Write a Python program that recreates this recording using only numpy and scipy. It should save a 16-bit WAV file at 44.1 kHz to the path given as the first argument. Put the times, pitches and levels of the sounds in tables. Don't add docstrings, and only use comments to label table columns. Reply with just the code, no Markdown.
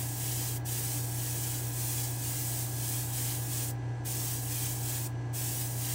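import sys
import numpy as np
from scipy import signal
from scipy.fft import rfft, irfft
from scipy.io import wavfile
from scipy.ndimage import map_coordinates

SR = 44100
rng = np.random.default_rng(int(sys.argv[2]) if len(sys.argv) > 2 else 0)


def dump_mix(stems):
    frames = np.atleast_2d(stems).T
    limited = np.clip(frames, -1, 1)
    pcm = np.round(limited * 32767).astype(np.int16)
    wavfile.write(sys.argv[1], SR, pcm)


N = 261954
TIME = np.arange(N) / SR
BINS = np.fft.rfftfreq(N, 1 / SR)


def from_db(db):
    return 10 ** (np.asarray(db) / 20)


def unit(x):
    return x / np.sqrt(np.mean(x ** 2) + 1e-20)


def contour(points):
    hz, db = np.transpose(points)
    return from_db(np.interp(np.log(BINS + 1), np.log(hz), db))


def resonances(peaks):
    gain = 1
    for hz, width, db in peaks:
        detuning = 2 * (BINS - hz) / width
        gain = gain + (from_db(db) - 1) / (1 + detuning ** 2)
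    return gain


def noise(gain):
    white = rng.standard_normal(N)
    return unit(irfft(rfft(white) * gain, N))


def drift(rate_hz):
    return noise(np.exp(-.5 * (BINS / rate_hz) ** 2) * (BINS > 0))


# (air on [s], air off [s], relative level [dB])
PRESSES = [(-.1, 0.58, 0.5), (.655, 3.713, 0), (4.053, 5.076, 0.77), (5.337, 6.25, 0)]


def valve(open_s=0.0036, close_s=0.0015):
    flow = np.zeros(N)
    for on, off, db in PRESSES:
        opening = (1 + np.tanh((TIME - on) / (2 * open_s))) / 2
        closing = (1 + np.tanh((off - TIME) / (2 * close_s))) / 2
        flow += from_db(db) * opening * closing
    return flow


def paint(on, off, draw_s=0.12, ease_s=0.12):
    rise = np.clip((TIME - on) / draw_s + .5, 0, 1)
    fall = np.clip((off - TIME) / ease_s + .5, 0, 1)
    return (np.sin(np.pi / 2 * rise) * np.sin(np.pi / 2 * fall)) ** 2


def midway(on, off, edge_s=0.22):
    return np.clip(np.minimum(TIME - on, off - TIME) / edge_s, 0, 1) ** 2


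def paint_feed(flutter_db=0.48, flutter_hz=45, spit_db=0.87, spit_hz=900):
    flutter = flutter_db * drift(flutter_hz)
    spit = spit_db * drift(spit_hz)
    return unit(from_db(flutter + spit))


# (frequency [Hz], relative density [dB])
JET_SPECTRUM = [(200, -48), (1000, -40), (2500, -21), (4000, -8), (5200, -4.5), (6300, 0), (7300, 0.5),
                (8300, 4), (9200, 1), (10500, -0.5), (13300, -2), (14400, 2), (15200, 3), (15800, 1.5)]
# (frequency [Hz], width [Hz], lift [dB])
JET_CAVITIES = [(3050, 76, 4), (3316, 100, 5)]
# (paint on [s], paint off [s], rise of the hiss [dB], rise of the impact on the model [dB])
PASSES = [(-.3, 0.023, 5.5, 7.5), (0.2, .52, 4.5, 7.5), (0.663, 1.005, 5, 7), (1.163, 1.602, 4, 6),
          (1.76, 2.08, 5.5, 7), (2.22, 2.637, 4.9, 6), (2.8, 3.038, 5.5, 6.5), (3.135, 3.36, 5.6, 8.5),
          (3.51, 3.665, 5.5, 8), (4.05, 4.36, 4, 6), (4.493, 4.73, 4.5, 7), (4.853, 5, 4, 6.5),
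          (5.354, 5.653, 5, 6.5), (5.802, 6.203, 5, 8)]


def jet(air_db=-39.5):
    level_db = air_db + sum(hiss_db * paint(on, off) for on, off, hiss_db, _ in PASSES)
    return from_db(level_db) * noise(contour(JET_SPECTRUM) * resonances(JET_CAVITIES))


# (frequency [Hz], relative density [dB])
IMPACT_SPECTRUM = [(300, -13), (900, -6), (1500, -4.5), (2400, 1), (3800, -2), (6000, -2), (12000, -49)]


def impact(air_db=-55, sag_db=1.2, aim_db=0.46, aim_hz=5):
    level_db = air_db + aim_db * drift(aim_hz)
    for on, off, _, strike_db in PASSES:
        level_db += strike_db * paint(on, off) - sag_db * midway(on, off)
    return from_db(level_db) * noise(contour(IMPACT_SPECTRUM) * resonances(JET_CAVITIES))


# (mean delay [s], strength relative to direct sound [ratio])
REFLECTIONS = [(.0011, 0.18), (.0025, .24), (.0039, 0.24), (.0054, 0.18)]


def walls(x, sway=0.0893, sway_hz=1.11):
    out = x.copy()
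    for delay, strength in REFLECTIONS:
        path_s = delay * (1 + sway * drift(sway_hz))
        out += strength * map_coordinates(x, [(TIME - path_s) * SR], order=3)
    return out / np.sqrt(1 + sum(strength ** 2 for _, strength in REFLECTIONS))


def booth(x, wet_db=-9.5, t60=0.13, move_hz=1.86, count=6):
    t = np.arange(SR // 3) / SR
    decay = from_db(-60 * t / t60) * (t > .004)
    tails = rng.standard_normal((count, len(t))) * decay
    tails /= np.linalg.norm(tails, axis=1, keepdims=True)
    blend = np.array([drift(move_hz) for _ in range(count)])
    blend /= np.linalg.norm(blend, axis=0)
    echoes = signal.fftconvolve(x * blend, tails, axes=1).sum(0)[:N]
    return x + from_db(wet_db) * echoes


def airbrush():
    spray = valve() * paint_feed() * (jet() + impact())
    return booth(walls(spray))


def tone(hz, db, clock, waver):
    strength = from_db(db) * (1 + waver * drift(5.5))
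    return np.sqrt(2) * strength * np.sin(2 * np.pi * (hz * clock + rng.random()))


# (frequency [Hz], level before the hum trim [dB])
HUM_TONES = [(91.5, -56), (119.95, -36), (148.4, -65), (239.9, -67), (296.8, -52), (359.9, -62),
             (626.7, -69), (655.2, -70), (718.2, -67), (746.7, -62), (775.2, -67), (946.8, -70)]


def hum(trim_db=-0.3):
    return sum(tone(hz, db + trim_db, TIME, waver=0.032) for hz, db in HUM_TONES)


SHAFT_HZ = 28.406
# (multiple of the shaft speed [ratio], rms level before the waver [dB])
SHAFT_ORDERS = [(2, -56), (3, -55), (4, -58), (6, -64), (12, -68), (14, -65), (20, -67), (24, -66),
                (28, -59), (30, -64), (32, -66), (34, -67), (36, -65), (40, -74), (42, -77), (46, -73),
                (48, -80), (62, -70), (70, -68)]


def shaft_whine(clock):
    return sum(tone(order * SHAFT_HZ, db, clock, waver=0.2) for order, db in SHAFT_ORDERS)


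def slot_whine(clock, order=58, db=-58.7, swing_rad=1.2, throb=.17):
    angle = 2 * np.pi * (SHAFT_HZ * clock + rng.random())
    strength = from_db(db) * (1 + throb * np.cos(2 * angle))
    return np.sqrt(2) * strength * np.sin(order * angle + swing_rad * np.sin(2 * angle))


# (frequency [Hz], relative density [dB])
RUMBLE_SPECTRUM = [(15, -46), (28, -32), (35, -16), (44, -19), (60, -6.5), (95, -4.5), (125, 3.5),
                   (165, -6), (210, -9.5), (290, -3.5), (350, -3), (410, -9), (480, -5.5), (560, -13.5),
                   (900, -35), (3000, -71)]


def rumble(db=-48.5):
    return from_db(db) * noise(contour(RUMBLE_SPECTRUM))


def boom(db=-59, hz=284, width_hz=18):
    return from_db(db) * noise(1 / (1 + (2 * (BINS - hz) / width_hz) ** 2))


# (frequency [Hz], relative density [dB])
RUSH_SPECTRUM = [(100, -28), (520, -11.5), (620, 0.5), (800, -1.5), (950, -3.5), (1100, -9.5), (1450, -9.5),
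                 (1650, -10.5), (2300, -12), (3100, -15.5), (3700, -19.5), (6100, -23), (8500, -23),
                 (9700, -33), (12500, -39), (15000, -52)]
# (frequency [Hz], width [Hz], lift [dB])
RUSH_PEAKS = [(4330, 140, 5.5), (6020, 270, 10.5), (7500, 200, 3)]


def rush(db=-54.0):
    return from_db(db) * noise(contour(RUSH_SPECTRUM) * resonances(RUSH_PEAKS))


def fan(wander=0.00017):
    speed = 1 + wander * drift(0.92)
    shaft_clock = np.cumsum(speed) / SR
    tones = hum() + shaft_whine(shaft_clock) + slot_whine(shaft_clock)
    return tones + rumble() + boom() + rush()


def scene():
    return np.tile(airbrush() + fan(), (2, 1))


def record(dry, edge_hz=15790):
    lowpass = signal.firwin(1023, edge_hz, window=("kaiser", 9), fs=SR)
    return signal.oaconvolve(dry, lowpass[None], "same")


dry = scene()
out = record(dry)
dump_mix(out)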